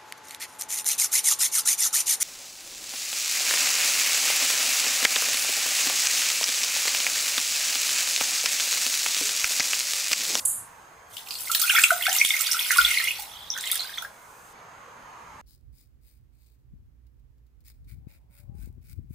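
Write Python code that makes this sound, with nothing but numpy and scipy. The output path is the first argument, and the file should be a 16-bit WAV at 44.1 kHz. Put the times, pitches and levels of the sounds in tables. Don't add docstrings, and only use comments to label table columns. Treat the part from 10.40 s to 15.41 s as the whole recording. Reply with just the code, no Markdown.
import sys
import numpy as np
from scipy import signal
from scipy.fft import rfft, irfft
from scipy.io import wavfile
from scipy.ndimage import uniform_filter1d

SR = 44100
rng = np.random.default_rng(int(sys.argv[2]) if len(sys.argv) > 2 else 0)


def file_out(sig):
    cols = np.atleast_2d(sig).T
    lim = np.clip(cols, -1, 1)
    pcm = np.round(lim * 32767).astype(np.int16)
    wavfile.write(sys.argv[1], SR, pcm)


def attenuation_scalar(level_db):
    decades = np.asarray(level_db, float) / 20
    return 10 ** decades


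N = 221107
POURING_SAMPLES = 4 * SR

# time_s, flow_db
FLOW = [(0.68, -23), (0.73, -11.5), (0.85, -13), (0.92, -9.5), (1.07, -6), (1.36, 0.5), (1.57, -4.5),
        (1.79, -1.5), (2.18, -3), (2.52, -0.5), (2.72, -5.5), (2.89, -12), (3.06, -15), (3.3, -6),
        (3.45, -9.5), (3.655, -13.5), (3.72, -20)]
# freq_hz, density_db_per_hz
FROTH_COLOUR = [(590, -58), (1000, -10.5), (1370, 9.5), (1750, -6), (2050, -12), (2470, -12), (2680, -14),
                (2940, -10.5), (3500, -11.5), (3800, -13.5), (6700, -14.5), (7620, -11), (13900, -13),
                (15100, -10), (16000, -16.5)]


def evened(x):
    return x / np.sqrt(np.mean(x ** 2) + 1e-20)


def read(points, hz):
    f, value = np.transpose(points)
    return np.interp(np.log(hz + 1), np.log(f + 1), value)


def curve(rows):
    rows = np.array(rows)
    return attenuation_scalar(np.interp(np.arange(N) / SR, rows[:, 0], rows[:, 1], -120, -120))


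def add(mix, start_s, sound, pan_db):
    part = mix[:, round(start_s * SR):][:, :len(sound)]
    part += attenuation_scalar(np.array([[pan_db / 2], [-pan_db / 2]])) * sound[:part.shape[1]]


def noise(colour, same, patchy_db, size=512, lean=((1, 0), (2, 0)), wide=6, long=10):
    hz = np.fft.rfftfreq(size, 1 / SR)
    a, b, c, d, patches = rng.standard_normal((4 * N // size + 5, len(hz), 5)).T
    patches = uniform_filter1d(patches, size=int(wide), axis=0)
    patches = evened(uniform_filter1d(patches, size=int(long), axis=1))
    same = np.clip(same(hz) * np.ones(len(hz)), 0, .96)[:, None]
    left = a + 1j * b
    z = np.array([left, same * left + np.sqrt(1 - same ** 2) * (c + 1j * d)])
    z *= attenuation_scalar(colour(hz)[:, None] + patchy_db * patches)
    z *= attenuation_scalar(np.array([.5, -.5])[:, None, None] * read(lean, hz)[:, None])
    return evened(signal.istft(z, nperseg=size, noverlap=3 * size // 4)[1][:, :N])


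def ring(hz, cycles, rise=0.0016):
    turns = np.arange(int(5 * cycles * SR / hz) + 2) * hz / SR
    u = turns / (1.56 * cycles)
    envelope = (u * np.exp((1 - u ** 1.57) / 1.18)) ** 2.04
    return envelope * np.sin(2 * np.pi * turns * (1 + rise * turns / 2))


def burst(rows, t60_s, broad, lean_db, crack):
    mix = np.zeros((2, N))
    t = np.arange(2048) / SR
    hz = np.fft.rfftfreq(2048, 1 / SR)
    for (start_s, db, top_hz), spray in zip(rows, rng.standard_normal((len(rows), 2048))):
        hump = np.exp(-((hz - top_hz) / (.15 * top_hz)) ** 2)
        colour = 1 / (1 + (2500 / (hz + 1)) ** 4) * (broad + 0.8 * hump)
        shape = attenuation_scalar(db - 7.5 - 60 * t / max(t60_s, .004)) * np.minimum(t / 0.0019, 1) ** 1.2
        shape *= 1 + crack * np.exp(-((t - .002) / 0.0005) ** 2)
        add(mix, start_s - .0010, shape * evened(irfft(rfft(spray) * colour)), lean_db + 7.4 * spray[0])
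    return mix


def swarm(lo_hz, hi_hz, per_s, cycles, spread_db, count=16):
    mix = np.zeros((2, N))
    for hz in np.geomspace(lo_hz, hi_hz, count):
        when, size, side, chance = rng.random((1500, 4)).T
        born = chance < per_s / count * POURING_SAMPLES / SR / len(when)
        size = attenuation_scalar(spread_db * np.minimum(-np.log(size + 1e-9), 4.5))
        grain = ring(hz, cycles)
        grain = attenuation_scalar(read(FROTH_COLOUR, hz)) * np.sqrt(hz) * grain / np.linalg.norm(grain)
        starts = (when[born] * POURING_SAMPLES).astype(int)
        places = (starts[:, None] + np.arange(len(grain))).ravel()
        for ear, lean in enumerate([side - .6, .6 - side]):
            gains = (size * attenuation_scalar(8.0 * lean))[born]
            mix[ear] += np.bincount(places, np.outer(gains, grain).ravel(), N)
    return evened(mix)


def slide():
    trickle_db, trickle_t60_s, wait_db = -40.5, .12, -56.5
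    slide_s, slide_db, rise_s, run_out_db, run_out_s = 0.051, -25.5, 0.00088, -59, 0.3
    lump_s, lump_db, lump_half_s = 0.058, -22, 0.004
    t = np.arange(N) / SR
    since = np.maximum(t - slide_s, 0)
    run_db = np.maximum(slide_db + run_out_db * (since / run_out_s) ** 2.09, -200)
    run = np.minimum(since / rise_s, 1) * attenuation_scalar(run_db)
    lump = attenuation_scalar(lump_db) * np.exp(-((t - lump_s) / lump_half_s) ** 2)
    trickle = attenuation_scalar(trickle_db - 60 * np.minimum(t, 1) / trickle_t60_s) + attenuation_scalar(wait_db)
    return trickle * (t < slide_s) + run + lump


def sugar():
    # freq_hz, density_db_per_hz
    grit_colour = [(2940, -27), (5000, -36), (5810, -49), (5900, -31.5), (6600, -17), (6930, -12.5),
                   (9410, -5), (14300, -12), (15200, -26), (16000, -54)]
    dull_hz, dull_s = 12100, .13
    grit = noise(lambda hz: read(grit_colour, hz), lambda hz: .8, 1.2, size=256, wide=7, long=9.6)
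    dull = signal.sosfiltfilt(signal.butter(6, dull_hz, fs=SR, output="sos"), grit)
    grit = dull + (grit - dull) * 0.6 * np.exp(-(np.arange(N) / SR / dull_s) ** 2)
    rattle = attenuation_scalar(0.3 * evened(uniform_filter1d(rng.standard_normal(N), size=30)))
    grains = evened(grit * rattle) * slide() * attenuation_scalar(np.array([[-1.2], [1.2]]))
    return signal.sosfilt(signal.butter(2, 4500, "high", fs=SR, output="sos"), grains)


def background():
    # freq_hz, density_db_per_hz
    air_colour = [(15, -51), (25, -18), (43, -6.5), (114, -7), (373, -12), (427, -7), (659, -5),
                  (1020, 1.5), (2110, -10), (3340, -20), (6050, -25.5), (6560, -21), (10100, -31.5),
                  (14800, -34.5), (16000, -50)]
    # freq_hz, likeness_0_to_1
    air_same = [(60, 1), (130, 1), (290, 0.89), (640, 0.75), (1410, 0.16), (3100, 0.53), (6820, 0.26),
                (15000, 1)]
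    # freq_hz, left_minus_right_db
    air_lean = [(60, 0), (180, -0.5), (550, -0.5), (1650, -3.5), (4970, 0.5), (15000, -2.5)]
    # freq_hz, rms_db
    whine_lines = [(6412, -68), (7052, -76), (7267, -84)]
    # centre_s, peak_db, pitch_hz, half_length_s
    table_knock = (2.44, -44, 54, .06)
    # start_s, peak_db
    wall_ticks = [
        (1.8494, -18),
    ]
    cut_s, air_db, near_air_db, air_rise_db_per_s = 4.13, -53.5, -51.5, 2
    hiss_db, hiss_rise_db_per_s, near_hiss_db, duck_db = -62.5, 3.4, -87.5, -12.5
    dust_db, dust_t60_s = -45, 0.98
    t = np.arange(N) / SR
    far = t < cut_s

    air = noise(lambda hz: read(air_colour, hz), lambda hz: read(air_same, hz), 2.1, size=2048, lean=air_lean)
    air = air * attenuation_scalar(3.0 + np.where(far, air_db, near_air_db + air_rise_db_per_s * (t - cut_s)))
    rumble = noise(lambda hz: -40 * (hz > 130) - 30 * (hz < 35), lambda hz: .92, 14.0, size=4096)
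    rumble = attenuation_scalar(-70.0) * rumble

    def hiss_colour(hz):
        return -25 / (1 + (hz / 2200) ** 4) + 6.2 * np.exp(-((hz - 8000) / 2000) ** 2)

    steady_db = np.where(far, hiss_db + hiss_rise_db_per_s * (t - 2.5), near_hiss_db)
    steady = attenuation_scalar(steady_db + duck_db * curve(FLOW) ** 0.33)
    hiss = noise(hiss_colour, lambda hz: .6, 1.2) * (steady + attenuation_scalar(dust_db - 60 * t / dust_t60_s))
    whine = sum(attenuation_scalar(db) * np.sqrt(2) * np.sin(2 * np.pi * (hz * t + rng.random())) for hz, db in whine_lines)
    centre_s, db, hz, half_s = table_knock
    knock = attenuation_scalar(db) * np.exp(-((t - centre_s) / half_s) ** 2) * np.sin(2 * np.pi * hz * t)
    mix = air + rumble + hiss + whine + knock
    for start_s, db in wall_ticks:
        add(mix, start_s, attenuation_scalar(db) * np.hanning(9), 0)
    return mix


def stream():
    # full_flow_db, db_per_db_of_flow, deep_pan_gain_db
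    size_response = [
        (-35.5, 2.55, 11.5),
        (-32, 1.84, 4.5),
        (-28, 1.75, -3),
        (-40, 2.5, -0.5),
    ]
    # time_s, level_db
    dribble_level = [(2.86, -65), (2.92, -48), (3.3, -38), (3.62, -53.5), (3.7, -78)]
    fill_start_s, fill_s = 0.97, 1.8
    deep = swarm(1295, 1850, 160, 3.0, 3.1, count=8)
    gurgle = swarm(1947, 2817, 2000, 5.36, 3.1, count=10)
    froth = swarm(2923, 5840, 4500, 5.1, 5.6)
    hiss = noise(lambda hz: read(FROTH_COLOUR, hz) - 30 / (1 + (hz / 5500) ** 8), lambda hz: .8, 5.0,
                 size=256, wide=44, long=4)
    spray = 1.23 * swarm(6200, 15500, 2700, 14.0, 3.4) + 0.75 * hiss * attenuation_scalar(np.array([[-1.5], [1.5]]))
    dribble = swarm(3150, 3880, 1500, 7.0, 6.1, count=7) * curve(dribble_level)
    depth = np.clip((np.arange(N) / SR - fill_start_s) / fill_s, 0, 1)
    mix = dribble
    for layer, (full_db, follow, deep_db) in zip([gurgle, froth, spray, deep], size_response):
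        mix = mix + layer * curve(FLOW) ** follow * attenuation_scalar(full_db + deep_db * depth)
    return mix


def crackle():
    # start_s, peak_db
    snaps = [(0.703, -49), (0.7183, -41), (0.8866, -22), (0.922, -18), (0.941, -19), (0.9848, -21),
             (1.072, -24), (1.083, -14), (1.1624, -26), (1.1993, -22), (1.5838, -33), (1.6923, -9.5),
             (2.0178, -15), (2.0677, -9), (2.132, -3), (2.2678, -18), (2.2933, -13), (2.3824, -3.5),
             (2.4524, -10), (2.628, -30), (3.273, -22), (3.3224, -16), (3.3304, -21), (3.3555, -19),
             (3.3772, -12.5), (3.4058, -20), (3.4444, -20), (3.6474, -33)]
    per_s, level_db, follow, spread_db, width = 220, -33, 1.58, 4.0, 0.21
    when, size, side = rng.random((int(per_s * 4), 3)).T
    at = (when * POURING_SAMPLES).astype(int)
    size = attenuation_scalar(spread_db * np.minimum(-np.log(size + 1e-9), 3.5))
    size = size * attenuation_scalar(level_db) * curve(FLOW)[at] ** follow
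    t, mix = np.arange(300) / SR, np.zeros((2, N))
    band = signal.butter(2, [2600, 13000], "bandpass", fs=SR, output="sos")
    fizz = signal.sosfilt(band, rng.standard_normal((len(at) + 60, 300)))
    hz = np.fft.rfftfreq(300, 1 / SR)
    top_hz = 3500 * 4 ** rng.random((len(at), 1))
    colour = .06 + np.exp(-(np.log((hz + 1) / top_hz) / width) ** 2)
    fizz[:len(at)] = irfft(rfft(fizz[:len(at)]) * colour)
    fizz = fizz * (attenuation_scalar(-60 * t / 0.0035) + 0.11 * attenuation_scalar(-60 * t / 0.012))
    fizz /= abs(fizz).max(axis=1, keepdims=True)
    for k in range(len(at)):
        add(mix, at[k] / SR, size[k] * fizz[k], -2.5 + 8.0 * (side[k] - .5))
    for k, (start_s, db) in enumerate(snaps):
        add(mix, start_s, attenuation_scalar(db - 4.5) * fizz[-1 - k], -2.5)
    return mix


def splashes():
    # start_s, peak_db, brightest_hz
    patter = [(.735, -39, 3200), (.7675, -20, 3060), (.7685, -40, 4270), (.78, -27, 3530),
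              (.792, -31, 3700), (.808, -35, 2980), (.82, -40, 3900), (.862, -33, 3340),
              (.872, -31.5, 2600), (.889, -30, 5230), (.9075, -24.5, 2830), (.9075, -19.5, 4500),
              (.921, -27, 2800), (.929, -28, 4200), (.941, -22, 4200), (.9535, -21.5, 4180),
              (.955, -30, 2700), (.986, -29, 5430), (.998, -33, 2650), (1.02, -49, 4020),
              (1.033, -40, 2700), (1.044, -42, 2760)]
    # start_s, peak_db, brightest_hz
    splash = [(1.0062, -25.5, 10700), (1.1156, -12, 7900), (1.1485, -8, 15000), (1.196, -14, 7840),
              (1.2169, -7.5, 15100), (1.2662, -17, 14700), (1.35, -24.5, 11400), (1.3892, -14.5, 7650),
              (1.4187, -25, 8160), (1.4367, -6, 7500), (1.506, -14.5, 7550), (1.5283, -20, 7500),
              (1.622, -23, 13200), (1.6512, -20.5, 8100), (1.7279, -12, 7460), (1.749, -13, 7800),
              (1.7642, -11.5, 14600), (1.8484, -13.5, 9600), (1.8893, -14.5, 8100), (1.9913, -17.5, 6800),
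              (2.0075, -12, 8300), (2.1173, -13, 9200), (2.1966, -17.5, 11600), (2.3155, -13, 9800),
              (2.37, -10, 9700), (2.6411, -23, 11000), (2.7967, -25, 14200), (2.8216, -24, 11800)]
    # start_s, peak_db, brightest_hz
    drips = [(3.1762, -19.5, 6300), (3.2089, -17.5, 8150), (3.256, -22.5, 7400), (3.2742, -20, 8500),
             (3.3149, -5, 10200), (3.3435, -15.5, 8650), (3.3555, -12.5, 10000), (3.4047, -23.5, 7450),
             (3.5745, -29, 6300), (3.622, -28, 15200)]
    return (burst(splash, 0.048, 0.49, -2.6, 0.87) + burst(drips, 0.022, 0.49, -1.8, 0.98)
            + burst(patter, 0.031, 0.069, 0.41, 0.52))


def specks():
    # start_s, peak_db, brightest_hz
    droplets = [(1.2014, -11, 10200), (1.2944, -6, 5500), (1.6252, -13, 13300), (1.8628, -9, 7650),
                (1.9664, -11, 6640), (2.0176, -6, 13600), (2.2687, -13, 10500), (2.2937, -22, 11000),
                (2.5134, -10, 8490), (2.417, -6, 7600), (2.201, -11, 12500), (2.641, -10, 10500),
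                (2.071, -12, 11000), (2.5790, -27, 8520), (2.7144, -18, 10700), (2.7790, -30, 10900),
                (2.9537, -32, 5390), (3.0275, -38, 14700), (3.1851, -18, 6310), (3.2274, -21, 10500),
                (3.3600, -18, 9500), (3.3305, -13, 9000), (3.4534, -34, 6850), (3.5862, -22, 5950),
                (1.0205, -19, 10840), (1.1495, -5, 5030), (1.4375, -7.5, 4500), (1.668, -5.5, 4500),
                (3.381, -28, 5000), (3.43, -29, 5200), (3.503, -34, 6000), (3.548, -31, 5000),
                (3.606, -41, 4170)]
    return burst(droplets, .012, 0.19, -2.3, 0.7)


def bubbles():
    # start_s, peak_db, pitch_hz, ring_cycles
    big = [
        (1.514, -20, 687, 4.8),
        (1.68, -21, 745, 3.54),
        (2.361, -21, 1113, 5.2),
        (2.789, -34, 808, 3.7),
    ]
    # start_s, peak_db, pitch_hz, ring_cycles
    smaller = [(1.0727, -30, 2050, 5.9), (1.096, -21.5, 1347, 6.7), (1.15, -25, 1770, 3.1),
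               (1.219, -30, 1300, 6.3), (1.236, -21.5, 1390, 9.7), (1.2974, -16.5, 1500, 2.9),
               (1.349, -12, 1362, 7.9), (1.385, -7, 1594, 2.2), (1.436, -20, 1374, 5),
               (1.505, -6, 1417, 4.3), (1.6656, -13.5, 1424, 4), (2.0008, -28, 1320, 5.5),
               (2.0899, -31.5, 1555, 3.5), (2.1436, -21, 1380, 4.8), (2.301, -23, 1900, 3.8),
               (2.3074, -11, 1635, 1.8), (2.384, -5, 1397, 6.8), (3.151, -36, 1487, 4.9),
               (3.166, -24, 1610, 1.3), (3.181, -28.5, 1710, 4.3), (3.4937, -31.5, 1660, 2.3),
               (3.582, -32, 1370, 2.3), (3.6232, -29, 1390, 4), (3.649, -25.5, 1570, 1.8),
               (1.136, -23, 3130, 5), (1.149, -19, 2840, 2), (1.278, -22.5, 2450, 6.6),
              (1.294, -14.5, 2770, 7.6), (1.306, -11, 2500, 3.5), (1.3484, -16, 2520, 1.8),
              (1.3633, -8.5, 2090, 1.5), (1.3778, -8.5, 2250, 1.6), (1.4385, -4, 2627, 5.5),
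              (1.6073, -24.5, 2020, 7.9), (1.656, -18, 2040, 3), (1.668, -15.5, 2490, 2.3),
              (1.715, -26, 2980, 11.5), (1.7519, -36, 2060, 4.6), (1.7988, -20, 2060, 7.3),
              (1.8139, -4.5, 2326, 3), (1.9056, -15, 2120, 5), (1.938, -16, 2040, 6.6),
              (1.966, -19.5, 2230, 4.6), (2.3057, -15.5, 2023, 5.3), (2.4838, -26, 2220, 5.1),
              (2.572, -13.5, 2090, 4.6), (2.5997, -16.5, 2070, 4.2), (2.6317, -23.5, 1983, 19),
              (2.6731, -17, 2150, 3.4), (2.6823, -20, 2790, 8.4), (2.7083, -16, 2610, 3),
              (3.2391, -27, 2040, 2.7), (3.2994, -28, 1930, 2.6), (3.5755, -27.5, 2040, 2.7),
               (1.1487, -11, 3800, 2.2), (1.216, -14, 4730, 3), (1.2974, -16, 3060, 8.2),
             (1.35, -19.5, 3250, 13), (1.437, -12, 3230, 3), (1.624, -22, 3270, 7),
             (1.6376, -19, 3000, 3.7), (1.6611, -16.5, 3440, 3.9), (1.695, -13, 5400, 1.2),
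             (1.786, -11.5, 5850, 4.5), (1.8496, -10, 3340, 2.6), (1.9044, -13, 3500, 7),
             (2.064, -17.5, 3500, 3.9), (2.1147, -10, 5440, 3.8), (2.193, -13.5, 3300, 3),
             (2.311, -14, 6000, 2.6), (2.3831, -14, 5040, 3.8), (2.413, -13, 3280, 3.2),
             (2.448, -8.5, 3420, 7.1), (2.585, -14.5, 4020, 4.6), (2.649, -28.5, 3260, 12),
             (3.1028, -15, 5540, 4.4), (3.1381, -26, 3520, 4.9), (3.241, -23, 3670, 1.6),
             (3.276, -20, 3720, 0.97), (3.3194, -20.5, 3520, 5.1), (3.359, -29, 3180, 5.5),
             (3.395, -18.5, 4220, 4.1), (3.534, -33, 3700, 1.8), (3.582, -21, 3430, 4.7)]
    mix, rows = np.zeros((2, N)), big + smaller
    for (start_s, db, hz, cycles), (near, late, side) in zip(rows, rng.uniform(-1, 1, (len(rows), 3))):
        pan_db = -.8 * np.log2(hz / 1200) + 1.9 * side * min(hz / 2500, 1)
        add(mix, start_s - .0008, attenuation_scalar(db - 1.0) * ring(hz, max(cycles, .6)), pan_db)
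        neighbour_db = db - 8.5 - 2.2 * (hz < 1450) - 9.0 * (hz < 900)
        neighbour = attenuation_scalar(neighbour_db) * ring(hz * (1 + 0.13 * near), 4.83)
        add(mix, start_s + 0.0054 * abs(late), neighbour, pan_db)
    return mix


def faint_bubbles():
    # start_s, peak_db, pitch_hz, ring_cycles, climb_per_cycle
    faint = [(1.178, -42, 2470, 4.2, .002), (1.236, -22.5, 3370, 6.2, 0), (1.255, -29, 1390, 2.9, 0.0057),
             (1.322, -23, 1430, 7.9, 0), (1.335, -37.5, 775, 3.8, 0.013), (1.367, -19, 4970, 6.9, 0.0056),
             (1.395, -14, 2310, 3.1, 0.014), (1.419, -8.5, 7900, 2.2, 0.0052),
             (1.506, -22.5, 1990, 3, 0.0094), (1.623, -25, 2660, 6.4, 0), (1.672, -25.5, 1558, 16, 0.0044),
             (1.697, -32, 769, 3, 0.011), (1.733, -46, 800, 4.5, 0.021), (1.751, -21.5, 2680, 6.4, 0.0055),
             (1.755, -28.5, 1980, 7.9, 0.0045), (2.07, -19, 4630, 6.2, 0), (2.165, -25.5, 1420, 5, 0.0014),
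             (2.21, -21, 2410, 2.3, .002), (2.248, -25, 3200, 3.3, 0.0082), (2.32, -22, 1354, 10.4, 0.0032),
             (2.41, -30, 1390, 4.3, 0.002), (2.462, -24.5, 3430, 8.3, 0.019),
             (2.51, -20.5, 2057, 7.3, 0.0029), (3.256, -33, 1994, 13, 0.0017), (3.324, -34, 2030, 7.2, 0),
             (3.329, -34.5, 1280, 4.7, 0.0099), (3.3546, -34, 1720, 5.1, 0), (3.4055, -37.5, 1430, 3.2, 0),
             (3.405, -23, 3910, 8.1, 0.0048), (3.434, -30.5, 4440, 6.8, 0.0074),
             (3.4464, -37, 1520, 4.6, .002), (3.474, -32.5, 4830, 4.2, 0), (3.5257, -38, 1700, 4.1, 0.0047),
             (3.54, -32, 3370, 7.5, 0.0054), (3.558, -33.5, 3980, 5, 0.0076),
             (3.586, -34, 5900, 8.1, 0.0014), (3.385, -44.5, 722, 7.8, 0.00033)]
    mix = np.zeros((2, N))
    for start_s, db, hz, cycles, climb in faint:
        add(mix, start_s - .0008, attenuation_scalar(db) * ring(hz, cycles, climb), -.9 * np.log2(hz / 1200))
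    return mix


def kitchen(x, wet_db):
    # freq_hz, t60_s
    room_decay = [(600, 0.27), (2000, 0.26), (6000, 0.097), (15000, 0.074)]
    # freq_hz, level_db
    tail_colour = [(700, 1), (1400, -2), (2500, -5.5), (6000, 13.5), (14000, 15)]
    # delay_s, left_db, right_db
    echoes = [
        (.0032, -17.5, -4.5),
        (.006, -21, -20),
        (.0105, -7, -14),
        (.017, -15, -20),
        (.024, -22, -19),
    ]
    taps = np.zeros((2, SR // 2))
    at = np.arange(200, SR // 2 - 20, 20) + rng.integers(0, 20, (2, (SR // 2 - 201) // 20))
    np.put_along_axis(taps, at, rng.choice([-1., 1.], at.shape), 1)
    hz, t, z = signal.stft(taps, SR, nperseg=256)
    same = (.85 / (1 + (hz / 2500) ** 2))[:, None]
    z[1] = same * z[0] + np.sqrt(1 - same ** 2) * z[1]
    decay_db = read(tail_colour, hz)[:, None] - 60 * t / read(room_decay, hz)[:, None]
    tail = signal.istft(z * attenuation_scalar(decay_db), SR, nperseg=256)[1]
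    build_up = np.minimum(np.arange(tail.shape[1]) / SR / 0.026, 1)
    tail *= attenuation_scalar(wet_db - 18.5) * build_up
    tail[:, 0] = 1
    for delay_s, left_db, right_db in echoes:
        tail[0, round(delay_s * SR)] += attenuation_scalar(left_db)
        tail[1, round(delay_s * SR) + rng.integers(-6, 7)] += attenuation_scalar(right_db)
    return signal.fftconvolve(x, tail, axes=1)[:, :N]


def scene():
    water = bubbles() + faint_bubbles() + splashes() + attenuation_scalar(-4.5) * stream()
    return kitchen(water, -0.045) + sugar() + background() + crackle() + specks()


def low_pass(x):
    return signal.sosfilt(signal.butter(12, 16660, fs=SR, output="sos"), x)


def record(dry):
    # start_s, length_s, up_to_hz
    dropouts = [(1.24, 0.081, 566), (1.375, 0.081, 150), (1.458, 0.032, 527), (1.646, 0.033, 450),
                (1.734, 0.043, 450), (1.799, 0.042, 150), (1.865, 0.031, 1600), (1.885, 0.047, 615),
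                (1.978, 0.1, 450), (2.359, 0.025, 450)]
    # start_s, length_s, from_hz, to_hz
    holes = [(.16, .13, 12600, 13300), (.19, .05, 13300, 14500), (.034, .012, 3000, 4500),
             (.06, .04, 2150, 2450), (.125, .035, 5800, 6400), (.1, .12, 15200, 16000),
             (.795, .035, 11800, 12200), (.91, .04, 11800, 12200), (1.26, .035, 11400, 12300),
             (1.865, .035, 11400, 12300), (2.71, .07, 6500, 7000), (2.83, .1, 5950, 6300),
             (3.01, .14, 10900, 11500), (3.375, .03, 8450, 8800), (3.52, .045, 6800, 7200),
             (2.51, .065, 11700, 12500), (.06, .13, 5200, 5700), (.06, .06, 3300, 3700)]
    edge_hz = 15550
    hz, t, z = signal.stft(np.tanh(dry / 2.23) * 2.46, SR, nperseg=1024, noverlap=768)
    for start_s, length_s, top_hz in dropouts:
        z[:, hz < top_hz] *= 1 - .97 * np.exp(-((t - start_s - length_s / 2) / (.75 * length_s)) ** 4)
    for start_s, length_s, lo_hz, hi_hz in holes:
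        band = (hz > lo_hz) & (hz < hi_hz)
        z[:, band] *= 1 - .96 * np.exp(-((t - start_s - length_s / 2) / (.6 * length_s)) ** 4)
    edge = signal.firwin(511, edge_hz, window=("kaiser", 9), fs=SR)
    thinned = signal.istft(z, SR, nperseg=1024, noverlap=768)[1][:, :N]
    return low_pass(signal.oaconvolve(thinned, edge[None], "same"))


dry = scene()
out = record(dry)
file_out(out)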